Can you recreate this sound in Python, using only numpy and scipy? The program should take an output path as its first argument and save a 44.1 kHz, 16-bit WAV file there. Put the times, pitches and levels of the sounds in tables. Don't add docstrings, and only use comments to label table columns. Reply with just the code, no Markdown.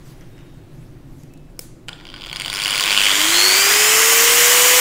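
import sys
import numpy as np
from scipy import signal
from scipy.io import wavfile
from scipy.ndimage import uniform_filter1d

SR = 44100
rng = np.random.default_rng(int(sys.argv[2]) if len(sys.argv) > 2 else 0)


def wrap_up_sound(samples):
    columns = np.atleast_2d(samples).T
    tamed = np.clip(columns, -1, 1)
    steps = np.round(tamed * 32767).astype(np.int16)
    wavfile.write(sys.argv[1], SR, steps)


def convert_level_to_amplitude(level_db):
    exponent = np.asarray(level_db, float) / 20
    return 10 ** exponent


N = 212076
T = np.arange(N) / SR

MAINS_PULSES = 100
START_S = 1.88
RAMP_S = 2.5

# time in seconds, peak in dB, strongest mode in Hz.
FIRST_KNOCKS = [(1.8843, -15.5, 3130), (1.8906, -18.5, 3140), (1.9305, -23.5, 3300), (2.0, -32.5, 2350),
                (2.0102, -33, 1890), (2.0526, -28.5, 3100), (2.0687, -26, 3190), (2.0888, -28, 3200),
                (2.1006, -26, 3200), (2.1406, -21.5, 3140), (2.162, -25.5, 3210), (2.2196, -21, 3150),
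                (2.2318, -26, 3100), (2.2387, -18.5, 3190), (2.2484, -23, 3060), (2.2617, -19, 3080),
                (2.2688, -22, 3140), (2.2975, -19.5, 3400), (2.314, -21, 3294), (2.329, -14.5, 3100),
                (2.3602, -12.5, 3230), (2.3683, -18, 4800), (2.399, -12.5, 3130), (2.4098, -13, 3210),
                (2.4192, -10.5, 2010), (2.4481, -12.5, 3170), (2.46, -12.5, 2990), (2.4807, -12, 3170),
                (2.5, -12, 3220)]
# frequency in Hz, level in dB per Hz.
GEAR_COLOUR = [(180, -36), (300, -5), (808, -33), (1030, -1), (1260, -11), (1490, -2.5), (1730, -3.5),
               (3230, 2), (3940, -7.5), (4800, -2.5), (5760, -8.5), (9290, -10.5), (11900, -24.5),
               (14300, -12.5), (15500, -14)]
# time in seconds, peak in dB.
SNAP = [
    (1.5897, -40),
    (1.5916, -24),
    (1.5921, -11.5),
    (1.5931, -18),
    (1.5945, -22),
]


def evened(x):
    return x / np.sqrt(np.mean(x ** 2) + 1e-20)


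def read(points, hz):
    f, value = np.transpose(points)
    return np.interp(np.log(np.minimum(hz, 15500) + 1), np.log(f + 1), value)


def add(mix, s, sound):
    part = mix[round(s * SR):][:len(sound)]
    part += sound[:len(part)]


def noise(field_db, patchy_db, size=512):
    frames, hz = 4 * N // size + 5, np.fft.rfftfreq(size, 1 / SR)
    a, b, patches = rng.standard_normal((frames, len(hz), 3)).T
    patches = uniform_filter1d(patches, size=6, axis=0)
    patches = evened(uniform_filter1d(patches, size=20, axis=1))
    field = field_db(hz[:, None], np.arange(frames) * size / 4 / SR) + patchy_db * patches
    return signal.istft((a + 1j * b) * convert_level_to_amplitude(field), nperseg=size, noverlap=3 * size // 4)[1][:N]


def steady(colour_db, patchy_db, size=256):
    return evened(noise(lambda hz, t: colour_db(hz) + 0 * t, patchy_db, size=size))


def band(hz, centre_hz, width_hz):
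    return 1 / (1 + (2 * (hz - centre_hz) / width_hz) ** 2)


def resonate(x, hz, width_hz):
    r = np.exp(-np.pi * width_hz / SR)
    return 2 * signal.lfilter([1 - r], [1, -r * np.exp(2j * np.pi * hz / SR)], x).real


def struck(modes, crack, crack_db, crack_t60, spread_db=5.0, detune=0.014):
    t = np.arange(1300) / SR
    hz, db, t60 = np.transpose(modes)[:, :, None]
    draw = rng.standard_normal((len(modes), 3))
    late = np.maximum(t - 0.0002994 * abs(draw[:, 2:]), 0)
    level = convert_level_to_amplitude(db + spread_db * draw[:, :1] - 60 * late / t60)
    rings = level * np.sin(2 * np.pi * hz * (1 + detune * draw[:, 1:2]) * late)
    at = rng.integers(len(crack) - len(t))
    burst = crack[at:at + len(t)] * convert_level_to_amplitude(crack_db - 60 * t / crack_t60)
    sound = (rings.sum(0) + burst) * np.minimum(t / 0.00036, 1)
    return sound / abs(sound).max()


def workshop():
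    # frequency in Hz, level in dB per Hz.
    air_colour = [(12, -15), (20, 5), (80, -16), (148, -10.5), (232, -17.5), (266, -21.5), (393, -33.5),
                  (465, -18), (649, -22.5), (958, -33), (1100, -32.5), (1300, -41.5), (15500, -50)]
    hum_db = -43 - 4.5 * np.clip((T - 1.27) / 0.089, 0, 1)
    wash_db = -54 - 5 * np.minimum(T, 1.8)
    air = steady(lambda hz: read(air_colour, hz), 0.87, size=2048)
    hum = steady(lambda hz: 20 * np.log10(band(hz, 143.4, 25) + 0.59 * band(hz, 119, 30)), 1.1, size=2048)
    drone = steady(lambda hz: 20 * np.log10(band(hz, 269.5, 56) + 0.78 * band(hz, 347, 84)), 0.75, size=2048)
    wash = steady(lambda hz: 20 * np.log10(band(hz, 900, 4000)), 1.5, size=512)
    return convert_level_to_amplitude(-43) * air + convert_level_to_amplitude(hum_db) * hum + convert_level_to_amplitude(-48.5) * drone + convert_level_to_amplitude(wash_db) * wash


def room(x):
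    # frequency in Hz, t60 in seconds.
    walls = [(300, 0.52), (1000, 1), (3000, 0.47), (7000, 0.52), (14000, 0.18)]
    taps = np.zeros(SR // 2)
    at = np.arange(200, SR // 2 - 20, 20)
    taps[at + rng.integers(0, 20, len(at))] = rng.choice([-1., 1.], len(at))
    hz, t, z = signal.stft(taps, SR, nperseg=256)
    decay = convert_level_to_amplitude(-60 * t / read(walls, hz)[:, None])
    tail = signal.istft(z * decay * np.minimum(t / 0.024, 1), SR, nperseg=256)[1]
    return signal.fftconvolve(x, tail / np.linalg.norm(tail))[:N]


def handling():
    # centre in seconds, half length in seconds, level in dB.
    brushes = [
        (.09, .04, -54.5),
        (.8, .1, -68),
        (1.2, 0.099, -63.5),
    ]
    # centre in seconds, half length in seconds, level in dB.
    rubs = [
        (.22, .03, -58),
        (.41, .07, -59),
    ]
    # time in seconds, peak in dB, mode in Hz, treble in dB.
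    touches = [
        (.21, -38, 2230, -9),
        (.38, -39, 2000, -9),
        (.39, -43, 3000, -13),
        (.54, -52, 3700, 1.5),
        (1.234, -38, 7100, 0),
        (1.337, -36, 11300, 0),
        (1.375, -42, 3800, 0),
        (1.567, -50, 5000, -6),
        (1.8785, -41, 3020, -2),
    ]
    # start in seconds, end in seconds, pitch in Hz, level in dB.
    squeaks = [
        (.3, .67, 3720, -67),
        (.38, .54, 1400, -73),
        (1.3, 1.33, 2610, -63),
        (1.338, 1.37, 2610, -63),
        (1.37, 1.52, 2610, -71),
    ]

    def strokes(rows):
        return sum(convert_level_to_amplitude(db - 10 * ((T - s) / half) ** 2) for s, half, db in rows)

    brush = steady(lambda hz: 10 * np.log10(band(hz, 5700, 9700)), 3.0)
    out = (convert_level_to_amplitude(-60.5 - 7 * T) + strokes(brushes)) * brush
    palm = steady(lambda hz: 20 * np.log10(band(hz, 2000, 2200)), 3.0)
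    out += strokes(rubs) * palm
    for s, db, hz, treble_db in touches:
        modes = [(hz, -1.5, .008), (2.6 * hz, -4, .006)]
        add(out, s, convert_level_to_amplitude(db) * struck(modes, brush, treble_db, 0.015, detune=.02))
    for s, end, hz, db in squeaks:
        t = np.arange(s, end, 1 / SR)
        swell = signal.windows.tukey(len(t), .3) * convert_level_to_amplitude(4 - 9 * (t - s) / (end - s))
        add(out, s, convert_level_to_amplitude(db) * np.sqrt(2) * np.sin(2 * np.pi * hz * t) * swell)
    return out


def switch():
    # frequency in Hz, level in dB, t60 in seconds.
    switch_modes = [(497, -11.5, 0.046), (2320, -9.5, 0.011), (3420, -17, 0.0045), (5260, -1, 0.01),
                    (7600, 1, 0.0055), (9400, 2, 0.0065), (14870, -4, .004)]
    out = np.zeros(N)
    crack = steady(lambda hz: 20 * np.log10(band(hz, 12000, 14000)), .5)
    for s, db in SNAP:
        add(out, s, convert_level_to_amplitude(db) * struck(switch_modes, crack, 2.2, 0.0074, spread_db=3.0, detune=0.018))
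    return out


def speed(t):
    top_hz, pull_s, lag_s, bend = 541.66, 2.57, .779, .902
    creep_hz_per_s = 158
    pull = top_hz * (1 - np.exp(-(np.maximum(t - pull_s, 0) / lag_s) ** bend))
    return np.maximum(pull, creep_hz_per_s * np.clip(t - START_S, 0, 1))


def firing(t):
    late = t - RAMP_S
    knock_ms = np.clip(9.3 - 5.6 * late, 2, 9.4)
    slot_ms = np.clip(11.18 - 9.9 * late, .3, 7.6)
    return knock_ms, slot_ms, np.clip(0.08 + 0.31 * late, .1, .8)


def current(ms, share):
    phase = 2 * np.pi * MAINS_PULSES * (T - ms / 1000)
    bump = np.exp((np.cos(phase) - 1) * 0.51 / np.clip(share, .1, 1) ** 2)
    return bump / np.sqrt(uniform_filter1d(bump ** 2, size=441))


def chatter():
    rise_s, jolt_db, jolt_s, settle_db_per_s = 0.99, 8, 0.036, 8
    ms, _, share = firing(T)
    since = np.maximum(T - START_S, 0)
    effort = np.sin(np.pi / 2 * np.minimum(since / rise_s, 1)) ** 2
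    shared_db = jolt_db * np.exp(-since / jolt_s) - 25.0 * np.maximum(T - 3.9, 0)
    rattle_db = -57.5 + 38 * effort - settle_db_per_s * np.maximum(since - rise_s, 0)
    buzz_db = -50.5 + 15 * effort
    rattle = steady(lambda hz: read(GEAR_COLOUR, hz), 1.8)
    buzz = steady(lambda hz: 20 * np.log10(band(hz, 410, 1550) * hz ** 2 / (hz ** 2 + 400 ** 2) + 1e-5), 2.8)
    both = convert_level_to_amplitude(rattle_db) * rattle + convert_level_to_amplitude(buzz_db) * buzz
    return (since > 0) * convert_level_to_amplitude(shared_db) * both * (0.59 + 0.15 * current(ms + 1.45, share + 0.056))


def pulse_knocks():
    # time in seconds, extra level in dB.
    accents = [
        (2.55, 2),
        (2.66, 3),
        (2.68, 2.5),
        (2.76, 3.5),
        (2.78, 3),
        (2.8, 5),
        (2.81, 3.5),
        (2.93, 2),
        (2.98, 7),
        (3.04, 2),
    ]
    swell_db_per_s, peak_s, hold_s, ease_db_per_s, uneven_db = 10, 2.92, 3.28, 25, 1.8
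    slots = np.arange(194, 390) / MAINS_PULSES
    draw = rng.standard_normal((len(slots), 3))
    s = slots + (firing(slots)[0] + .6 * draw[:, 0]) / 1000
    steady_db = -11.5 + swell_db_per_s * (np.minimum(s, peak_s) - RAMP_S)
    steady_db = steady_db - ease_db_per_s * np.maximum(s - hold_s, 0) + uneven_db * draw[:, 1]
    faint_db = np.minimum(-47 + 58 * (s - START_S), -27) + 1.9 * draw[:, 1]
    level_db = np.where(slots > RAMP_S, steady_db, faint_db)
    for when, extra_db in accents:
        nearest = abs(s - when).argmin()
        level_db[nearest] += extra_db - uneven_db * draw[nearest, 1]
    part_hz = rng.choice([2350, 2480, 3000, 2990, 3090, 3220, 4730, 4940], len(slots))
    part_hz = np.where((part_hz > 4000) & (slots > 2.85), 3250, part_hz)
    part_hz = np.where(slots > 3.1, 3200, part_hz)
    part_hz = np.where(slots > RAMP_S, part_hz, 3400) + 60 * draw[:, 2]
    free = abs(s[:, None] - np.transpose(FIRST_KNOCKS)[0]).min(1) > .006
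    return np.transpose([s, level_db, part_hz])[free]


def knocks():
    # frequency in Hz, level in dB, t60 in seconds.
    gear_head = [(1070, -18, 0.066), (1466, -14.5, 0.063), (2295, -4.5, 0.014), (2964, -1.5, 0.014),
                 (3400, 1.5, 0.011), (4140, -12, 0.024), (4546, -10, 0.028), (4800, -7, 0.031),
                 (5380, -31, 0.03), (7100, -2, 0.015), (8800, -4.5, 0.014), (10480, -5.5, 0.019),
                 (15200, -24, 0.0072)]
    treble_hz = 5800
    thud = steady(lambda hz: read(GEAR_COLOUR, hz) - 30 * (hz > treble_hz), 0.28)
    tick = steady(lambda hz: read(GEAR_COLOUR, hz) - 30 * (hz < treble_hz), 0.54)
    out = np.zeros(N)
    for s, db, hz in [*FIRST_KNOCKS, *pulse_knocks()]:
        treble_db = -22 + .65 * (np.clip(db, -28, -9) + 25) + 2.5 * rng.standard_normal()
        modes = [(f, d + (treble_db + 6 if f > treble_hz else 0), t60) for f, d, t60 in gear_head]
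        modes.append((hz, 7, .010))
        at = rng.integers(N - 2000)
        crack = thud[at:at + 2000] + convert_level_to_amplitude(treble_db + 8) * tick[at:at + 2000]
        add(out, s - .0003, convert_level_to_amplitude(db + 1.5) * struck(modes, crack, 0, .008, spread_db=2.5, detune=.025))
    return signal.sosfilt(signal.butter(2, 600, "high", fs=SR, output="sos"), out)


def tones():
    # multiple of the speed, pulsing with the current from 0 to 1,
    # then how loud the casing radiates it as pairs of frequency in Hz, level in dB rms.
    rotor_tones = [
        (1, 0, [(100, -58), (160, -52), (250, -46), (285, -41), (318, -32), (400, -31.5), (470, -26), (500, -25)]),
        (2, .05, [(400, -55), (700, -45), (770, -44), (820, -37), (880, -45), (950, -42), (1000, -31)]),
        (6, .2, [(1200, -60), (1900, -38), (2200, -31), (2500, -32), (2700, -35), (2850, -35), (3000, -34)]),
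        (12, .95, [(1500, -50), (2300, -27), (3300, -22), (3900, -38), (4110, -24), (4700, -22), (5500, -30), (6000, -34)]),
        (24, .2, [(4000, -60), (8000, -50), (9800, -46), (10500, -38), (11000, -42), (11500, -33), (12000, -30)]),
        (31, .05, [(8000, -60), (12500, -40), (13000, -41), (13600, -46), (14100, -28), (14500, -25), (14800, -30), (15200, -40)]),
        (48, .5, [(9000, -60), (11500, -43), (13000, -41), (15000, -36), (15450, -37), (15500, -90)]),
    ]
    # frequency in Hz, width in Hz, level in dB.
    stator = [
        (2400, 200, -3),
        (3000, 160, 3),
        (4330, 170, 6),
    ]
    turning = uniform_filter1d(speed(T), size=2000)
    _, ms, share = firing(T)
    pulse, out = current(ms, share), np.zeros(N)

    def drift(v):
        return evened(uniform_filter1d(uniform_filter1d(v, size=500), size=500))

    for multiple, pulsing, radiated in rotor_tones:
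        waver, swell = (drift(v) for v in rng.standard_normal((2, N)))
        turns = np.cumsum(multiple * turning * (1 + .0007 * waver)) / SR
        level = convert_level_to_amplitude(read(radiated, multiple * turning) + 0.58 * swell) * np.sqrt(2)
        out += level * (1 + pulsing * (pulse - 1)) * np.sin(2 * np.pi * turns)
    out += sum(convert_level_to_amplitude(db) * resonate(out, hz, width_hz) for hz, width_hz, db in stator)
    return out * np.clip((T - 2.4) / 0.28, 0, 1)


def roar():
    # frequency in Hz, level in dB per Hz.
    fan_colour = [(35, -79), (60, -47), (107, -34), (190, -34.5), (413, -18.5), (486, -19.5), (880, -18.5),
                  (2010, -9), (2980, -8.5), (3800, -13), (4400, -13.5), (7030, -9), (12300, -17.5),
                  (14500, -14.5), (15500, -21)]
    # frequency in Hz, width in Hz, level in dB.
    casing_modes = [(1100, 136, 4), (2060, 160, 0.5), (3080, 91, 2.5), (4850, 140, -5), (5420, 200, -45),
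                    (7040, 1050, -1), (10860, 120, 1), (12800, 150, 0), (14700, 410, 7)]

    def field(hz, t):
        decades = np.log10(np.maximum(speed(t), 5) / 500)
        treble_db, low_db = np.maximum(21 * decades, -5.5), 2.5 - 10.5 * decades
        casing = 1 + 0.94 * sum(convert_level_to_amplitude(2 * db) * band(hz, f, w) for f, w, db in casing_modes)
        treble_tilt = treble_db * np.clip((hz - 9000) / 3000, 0, 1)
        low_tilt = low_db * np.clip((3000 - hz) / 1500, 0, 1)
        level_db = 24 * decades - 46 * decades ** 2
        return read(fan_colour, hz) + 10 * np.log10(casing) + treble_tilt + low_tilt + level_db

    air = noise(field, 0.99)
    return convert_level_to_amplitude(-11.5) * air / np.std(air[-SR // 3:])


def scene():
    hits, snap = knocks(), switch() + handling()
    click = np.zeros(N)
    add(click, SNAP[2][0], convert_level_to_amplitude(-8) * np.array([1, -.65]))
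    echoes = convert_level_to_amplitude(-11.5) * room(hits) + room(convert_level_to_amplitude(-24) * snap + click)
    mix = hits + snap + echoes + tones() + chatter() + roar()
    motor_db = 10 * np.log10(uniform_filter1d(mix ** 2, size=8000) + 1e-9)
    duck_db = -.5 * np.maximum(motor_db + 21, 0)
    return np.tile(mix + convert_level_to_amplitude(duck_db) * workshop(), (2, 1))


def roll_off(x):
    return signal.sosfilt(signal.butter(12, 17030, fs=SR, output="sos"), x)


def record(dry):
    over = np.maximum(abs(dry) - .75, 0)
    limited = np.sign(dry) * (np.minimum(abs(dry), .75) + 0.24 * np.tanh(over / 0.27))
    edge = signal.firwin(601, 15770, window=("kaiser", 8), fs=SR)
    return roll_off(signal.oaconvolve(limited, edge[None], "same"))


dry = scene()
out = record(dry)
wrap_up_sound(out)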